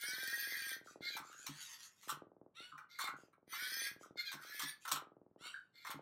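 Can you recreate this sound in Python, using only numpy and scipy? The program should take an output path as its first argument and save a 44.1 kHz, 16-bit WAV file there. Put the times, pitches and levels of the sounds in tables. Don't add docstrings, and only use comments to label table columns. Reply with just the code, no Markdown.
import sys
import numpy as np
from scipy import signal
from scipy.fft import rfft, irfft
from scipy.io import wavfile
from scipy.ndimage import uniform_filter1d

SR = 44100
rng = np.random.default_rng(int(sys.argv[2]) if len(sys.argv) > 2 else 0)


def to_wav(sig):
    pcm = np.clip(np.atleast_2d(sig), -1, 1) * 32767
    pcm = np.round(pcm).astype(np.int16)
    wavfile.write(sys.argv[1], SR, pcm.T)


N = 265072
TIME = np.arange(N) / SR


def gain_of(db):
    return 10 ** (np.asarray(db) / 20)


def evened(x):
    return x / np.sqrt(np.mean(x ** 2) + 1e-20)


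def read(points, hz):
    f, value = np.transpose(points)
    return np.interp(np.log(hz + 1), np.log(f + 1), value)


def add(mix, s, sound):
    part = mix[max(round(s * SR), 0):][:len(sound)]
    part += sound[:len(part)]


def wander(hz):
    step, size = 16, 2 ** 15
    f = np.fft.rfftfreq(size, step / SR)
    slow = irfft(rfft(rng.standard_normal(size)) / (1 + (f / hz) ** 4))
    return evened(np.interp(np.arange(N) / step, np.arange(size), slow))


MODE_WIDTH_HZ = 80


def ring(x, body, modes=(), size=4096):
    f = abs(np.fft.fftfreq(size, 1 / SR))
    db = read(body, f)
    for hz, lift_db in modes:
        db = db + lift_db / (1 + (2 * (f - hz) / MODE_WIDTH_HZ) ** 2)
    spectrum = np.exp(np.conj(signal.hilbert(np.log(gain_of(db)))))
    response = np.fft.ifft(spectrum).real[:size // 2]
    return signal.oaconvolve(x, response / np.linalg.norm(response))[:N]


# (frequency [Hz], decay time [s])
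ROOM_DECAY = [(200, 0.25), (1300, 0.29), (5000, 0.16), (15000, 0.11)]


def room(x, wet_db):
    taps = np.zeros(SR // 2)
    at = np.arange(150, len(taps) - 10, 10)
    taps[at + rng.integers(0, 10, len(at))] = rng.choice([-1., 1.], len(at))
    hz, t, z = signal.stft(taps, SR, nperseg=256)
    decay = np.exp(-np.log(1000) * t / read(ROOM_DECAY, hz)[:, None])
    tail = signal.istft(z * decay, SR)[1]
    wet = gain_of(wet_db)
    reflections = signal.oaconvolve(x, tail / np.linalg.norm(tail))[:N]
    return (x + wet * reflections) / np.hypot(1, wet)


def speckle(x, depth_db, width_hz, hold_s):
    hz, t, z = signal.stft(x, SR, nperseg=512, noverlap=384)
    field = rng.standard_normal(z.shape)
    for _ in range(2):
        field = uniform_filter1d(field, max(round(width_hz / hz[1]), 1), axis=0)
        field = uniform_filter1d(field, max(round(hold_s / t[1]), 1), axis=1)
    patches = evened(gain_of(depth_db * evened(field)))
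    return signal.istft(z * patches, SR, nperseg=512, noverlap=384)[1][:N]


# (frequency [Hz], relative level per Hz [dB])
AIR_COLOUR = [(20, -30), (130, 5), (450, -6.5), (1200, -10.5), (4000, -49)]


def still_air(level_db):
    return gain_of(level_db) * evened(ring(rng.standard_normal(N), AIR_COLOUR))


PING_STARTS = [.036, 2.555, 4.6817]
PING_PERIOD_S = .04854


def ping_times():
    ends = [s - PING_PERIOD_S / 2 for s in PING_STARTS[1:]] + [N / SR]
    runs = [np.arange(start, end, PING_PERIOD_S) for start, end in zip(PING_STARTS, ends)]
    return np.concatenate(runs)


# (start time [s], end time [s], first level [dB], last level [dB])
UNCOVERED = [(0, 0.627, -53.5, -58), (0.637, 1.034, -61, -49), (1.04, 1.53, -57.5, -67),
             (2.047, 2.473, -52.5, -56), (2.577, 2.63, -64, -53), (3.023, 3.255, -55, -54.5),
             (3.264, 4.179, -67, -51), (4.33, 4.669, -62, -60.5), (4.895, 5.482, -53.5, -57),
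             (5.881, 6.012, -52, -46)]
COVERED_DB, PING_SCATTER_DB = -79, 2.5


def ping_level(s):
    levels = [COVERED_DB]
    for start, end, first_db, last_db in UNCOVERED:
        if start <= s < end:
            levels.append(np.interp(s, (start, end), (first_db, last_db)))
    return max(levels)


def sensor(start_hz, end_hz, glide_s, swell_s, echo_db):
    out, t = np.zeros(N), np.arange(SR // 40) / SR
    u = t / swell_s
    swell = u ** 2 * np.exp(1 - u)
    for s in ping_times():
        size, stretch, skew = rng.standard_normal(3)
        glide = np.exp(-t / (glide_s * np.exp(.18 * stretch)))
        hz = end_hz + (start_hz - end_hz) * glide
        blip = swell * np.sin(2 * np.pi * np.cumsum(hz) / SR + skew)
        blip *= gain_of(ping_level(s) + PING_SCATTER_DB * size)
        add(out, s - swell_s / 2, blip)
        add(out, s - swell_s / 2 + .0166, gain_of(echo_db) * blip)
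    return room(out, wet_db=-13.5)


# (time [s], level before the shared lift [dB])
THUMPS = [(1.193, -67.5), (1.485, -54.5), (2.115, -64.5), (2.725, -73), (3.124, -61.5), (4.336, -64),
          (4.628, -59), (4.923, -59.5), (5.945, -57.5)]
# (frequency [Hz], average relative level [dB], time to fall by 60 dB [s])
TABLE_MODES = [(80, -10.5, 0.094), (118, -5.5, 0.056), (142, 6.5, 0.13), (211.2, -7, 0.2), (278, 2.5, 0.1),
               (332, 4, 0.092)]


def table(thump_db, spread_db):
    out, t = np.zeros(N), np.arange(SR // 2) / SR
    swell = 1 - np.exp(-(t / .012) ** 2)
    for s, db in THUMPS:
        thump = np.zeros(len(t))
        for hz, mode_db, t60 in TABLE_MODES:
            strength = gain_of(mode_db + spread_db * rng.standard_normal())
            decay = np.exp(-np.log(1000) * t / t60)
            thump += strength * decay * np.sin(2 * np.pi * (hz * t + rng.random()))
        add(out, s, gain_of(db + thump_db) * thump * swell)
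    return room(out, wet_db=-7.0)


# (start time [s], length [s], first pitch [Hz], last pitch [Hz], level before lift, fade and scatter [dB])
CREAKS = [(0.871, 0.026, 1350, 1320, -51.5), (1.218, 0.23, 1174, 1600, -54.5),
          (2.718, 0.043, 1353, 1205, -47.5), (2.777, 0.047, 1424, 1330, -52.5),
          (3.075, .1, 1430, 1320, -48.5), (4.028, 0.032, 1322, 1240, -54),
          (4.372, 0.077, 1550, 1350, -50.5), (5.542, 0.052, 1595, 1523, -45)]
SLIPS_PER_S, SLIP_S, CREAK_FADE_DB = 150, 0.0066, -8


def creaks(creak_db):
    out, t = np.zeros(N), np.arange(round(SLIP_S * SR)) / SR
    for start, length, first_hz, last_hz, db in CREAKS:
        for s in np.arange(0, length, 1 / SLIPS_PER_S):
            late, size, detune = rng.standard_normal(3)
            progress = s / length
            hz = (first_hz + (last_hz - first_hz) * progress) * (1 + .035 * detune)
            slip = np.hanning(len(t)) * np.sin(2 * np.pi * hz * t)
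            slip_db = creak_db + db + CREAK_FADE_DB * progress + 3 * size
            add(out, start + s + .3 * late / SLIPS_PER_S, gain_of(slip_db) * slip)
    return room(out, wet_db=-6)


# (time [s], hollow knock level [dB], sharp snap level [dB]), before the shared lifts
KNOCKS = [(1.166, -45.5, -45.5), (1.464, -48, -43), (2.029, -66.5, -60), (2.081, -55, -49.5),
          (2.091, -49, -39), (2.124, -57, -55), (2.777, -56.5, -63.5), (2.988, -44, -47),
          (3.007, -49.5, -45.5), (3.039, -49.5, -49.5), (3.072, -44, -51.5), (3.328, -72, -83.5),
          (3.529, -50, -60), (4.316, -52.5, -48), (4.327, -50, -46), (4.594, -50, -38.5),
          (4.617, -50.5, -41.5), (4.851, -48.5, -52.5), (4.877, -46, -43), (4.915, -39.5, -31),
          (4.956, -44.5, -45), (5.847, -50, -54.5), (5.868, -49.5, -49), (5.903, -44, -46.5)]
# (frequency [Hz], relative level per Hz [dB])
KNOCK_BODY = [(60, -52), (250, -41.5), (600, -17.5), (900, -4.5), (1280, 3.5), (1700, -5.5), (2200, -8.5),
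              (4000, -43.5)]
# (frequency [Hz], relative level per Hz [dB])
SNAP_BODY = [(1200, -22), (2000, -24.5), (2750, 0.5), (4250, 2.5), (4800, -11.5), (5400, 2.5), (6800, -5),
             (9000, -0.5), (10800, -12.5), (12200, -2), (16000, -9.5)]


def clatter(knock_db, snap_db, contact_s, rattle_s):
    knocks, snaps, t = np.zeros(N), np.zeros(N), np.arange(SR // 4) / SR
    for s, hollow_db, sharp_db in KNOCKS:
        for part, db in (knocks, hollow_db + knock_db), (snaps, sharp_db + snap_db):
            hits = rng.random(len(t)) < 3500 / SR
            bounces = rng.standard_normal(len(t)) * hits * np.exp(-t / rattle_s)
            bounces[0] = 1
            bounces *= 1 - .8 * np.exp(-t / contact_s)
            add(part, s, gain_of(db) * bounces / np.linalg.norm(bounces))
    hollow = speckle(ring(knocks, KNOCK_BODY), depth_db=3.5, width_hz=170, hold_s=.03)
    sharp = speckle(ring(snaps, SNAP_BODY), depth_db=4, width_hz=340, hold_s=.02)
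    return room(hollow, wet_db=-5) + room(sharp, wet_db=-6.0)


def level(moves, attack_s, release_db_per_s):
    out = np.zeros(N)
    for start, length, _, _, db, swell_db in moves:
        t = TIME - start
        attack = np.clip(t / attack_s, 0, 1) ** 2
        load_db = swell_db * np.clip(t / length, 0, 1)
        release_db = release_db_per_s * np.maximum(t - length, 0)
        out += attack * gain_of(db + load_db - release_db)
    return out


EASE_AFTER_S, EASE_TURNS_PER_S2 = .56, 18


def run_up(moves, run_up_s):
    speed = np.zeros(N)
    for start, length, first, top, _, _ in moves:
        t = TIME[TIME >= start] - start
        easing = EASE_TURNS_PER_S2 * np.clip(t - EASE_AFTER_S, 0, length)
        speed[TIME >= start] = top + (first - top) * np.exp(-t / run_up_s) - easing
    return speed


def shaft(speed):
    return np.cumsum(speed * (1 + .009 * wander(40))) / SR


def whine(turns, orders, rough):
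    tones = np.zeros(N)
    for k, db in orders:
        strength = gain_of(db + 4.6 * wander(30))
        smear = rough * k / 20 * wander(70)
        tones += strength * np.cos(2 * np.pi * k * turns + smear)
    return evened(tones)


def gear_noise(turns, body, modes):
    struck = np.maximum.accumulate(np.floor(10 * turns + .17 * wander(250)))
    mesh = np.diff(struck, prepend=struck[0]) > 0
    teeth = evened(mesh * gain_of(4.5 * rng.standard_normal(N)))
    load = evened(gain_of(2 * np.cos(2 * np.pi * turns) + 2 * wander(220)))
    wear = rng.standard_normal(512)
    sliding = evened(np.interp(turns % 1, np.linspace(0, 1, len(wear)), wear))
    rattle = evened(ring(load * (teeth + .8 * sliding), body, modes))
    return speckle(rattle, depth_db=4.8, width_hz=240, hold_s=.04)


def servo(moves, body, orders, rough, rattle_db, whine_db, whine_growth=0, modes=(),
          attack_s=.034, run_up_s=.128, release_db_per_s=423):
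    turns = shaft(run_up(moves, run_up_s))
    effort = level(moves, attack_s, release_db_per_s)
    rattle = effort * gear_noise(turns, body, modes)
    tones = evened(ring(whine(turns, orders, rough), body, modes))
    tones = tones * effort * (effort / effort.max()) ** whine_growth
    return room(gain_of(rattle_db) * rattle, wet_db=-1.5) + room(gain_of(whine_db) * tones, wet_db=-6.5)


STEADY, LOOSE = .27, .45

# (start time [s], length [s], starting speed [turns/s], speed aimed for [turns/s], level [dB], swell [dB])
LIGHT_MOVES = [(.825, 0.1, 64.9, 65, -65, -0.5), (1.21, 0.54, 52.8, 92.9, -66, 13),
               (1.765, 0.099, 94.9, 87.3, -57.5, 0.5), (1.89, 0.21, 60.8, 72.3, -83, 26.5),
               (3.14, 0.11, 72.6, 56, -67, -8.5), (3.985, 0.074, 63.46, 64.1, -58.5, -11),
               (4.785, 0.11, 61.8, 60.4, -69, 12)]
# (frequency [Hz], relative level per Hz [dB])
LIGHT_BODY = [(600, -37), (1100, -10), (3000, -5.5), (4200, -6.5), (4650, -5), (5300, -7.5), (6600, -0.5),
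              (8500, -11), (11000, -10.5), (16000, -24.5)]
# (multiple of shaft speed, average relative level [dB])
LIGHT_ORDERS = [(10, -3), (20, -4), (50, 0)]


def light_whirs():
    return servo(LIGHT_MOVES, LIGHT_BODY, LIGHT_ORDERS, LOOSE, rattle_db=-2, whine_db=-6.5, whine_growth=1)


# (start time [s], length [s], starting speed [turns/s], top speed [turns/s], level [dB], swell over move [dB])
PUSH_MOVES = [(2.535, 0.105, 48.79, 73.55, -62, 4), (5.37, 0.091, 51.92, 75.1, -72.5, 21.3)]
# (frequency [Hz], relative level per Hz [dB])
PUSH_BODY = [(800, -14), (1400, -0.5), (2400, -7), (2930, 3.5), (3300, -4.5), (4350, -2), (5050, -18.5),
             (5650, -3), (6350, -23), (7300, -6), (16000, -26)]
# (multiple of shaft speed, average relative level [dB])
PUSH_ORDERS = [(10 * k, 0) for k in range(2, 7)]


def pushes():
    return servo(PUSH_MOVES, PUSH_BODY, PUSH_ORDERS, STEADY, rattle_db=-3, whine_db=0,
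                 run_up_s=.035, release_db_per_s=190)


# (start time [s], length [s], starting speed [turns/s], speed aimed for [turns/s], level [dB], swell [dB])
ARM_MOVES = [(.997, 0.093, 69, 73.9, -51.5, 7.5), (1.1, 0.049, 83.5, 71.1, -43, -4.5),
             (2.88, 0.083, 68.8, 73.2, -60, 1.5), (2.97, 0.079, 71.45, 71.5, -46.5, 0.5),
             (4.15, 0.053, 69.83, 73.9, -55.5, 13.5), (4.235, 0.076, 84.66, 72, -38, -12),
             (5.72, 0.19, 68.8, 72.8, -68, 12.5)]
# (frequency [Hz], relative level per Hz [dB])
ARM_BODY = [(700, -38), (1600, 5), (1850, 1.5), (2150, 9.5), (2430, 3.5), (2750, -10.5), (3500, 8),
            (4300, 13), (5000, 0.5), (7500, -4.5), (10500, -18), (13000, -4), (16000, -20.5)]
# (multiple of shaft speed, average relative level [dB])
ARM_ORDERS = [(20, 0), (30, 2), (40, -2), (50, -4), (60, -8)]


def arm():
    return servo(ARM_MOVES, ARM_BODY, ARM_ORDERS, LOOSE, rattle_db=-4, whine_db=.5, whine_growth=.3)


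# (start time [s], length [s], starting speed [turns/s], top speed [turns/s], level [dB], swell over move [dB])
TURNTABLE_MOVES = [(-.06, 0.8, 65, 83.3, -45.5, -0.46), (3.46, 0.42, 59.7, 85.5, -46, 1.5),
                   (4.345, 0.35, 79, 88, -59.5, 13)]
# (frequency [Hz], relative level per Hz [dB])
TURNTABLE_BODY = [(500, -40), (1100, -14.5), (1550, -2.5), (2200, -3), (2800, -14), (3300, -5),
                  (4600, -5.5), (6100, -5), (6900, -17.5), (8300, -15), (9550, 0), (10600, -22), (13200, 0),
                  (16000, -18)]
# (frequency [Hz], lift [dB])
TURNTABLE_MODES = [(1875, 5), (4490, 7), (6085, 9)]
# (multiple of shaft speed, average relative level [dB])
TURNTABLE_ORDERS = [(20, 4), (23, 0), (26, -6), (30, 1), (40, -1), (43, -2), (50, -3), (56, -2), (65, -3),
                    (76, -3)]


def turntable():
    return servo(TURNTABLE_MOVES, TURNTABLE_BODY, TURNTABLE_ORDERS, STEADY, rattle_db=-2, whine_db=-1,
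                 whine_growth=.5, modes=TURNTABLE_MODES, attack_s=.085, run_up_s=.2)


def scene():
    air = still_air(level_db=-83)
    pings = sensor(start_hz=1253, end_hz=150, glide_s=0.0017, swell_s=0.0011, echo_db=-14)
    thumps = table(thump_db=8.0, spread_db=4.0)
    bricks = clatter(knock_db=31.5, snap_db=26.5, contact_s=0.0026, rattle_s=0.014)
    motors = light_whirs() + pushes() + arm() + turntable()
    return (air + pings + thumps + creaks(creak_db=2.5) + bricks + motors)[None]


def record(dry):
    low_pass = signal.firwin(511, 15900, window=("kaiser", 9), fs=SR)
    return signal.oaconvolve(dry, low_pass[None], "same")


dry = scene()
out = record(dry)
to_wav(out)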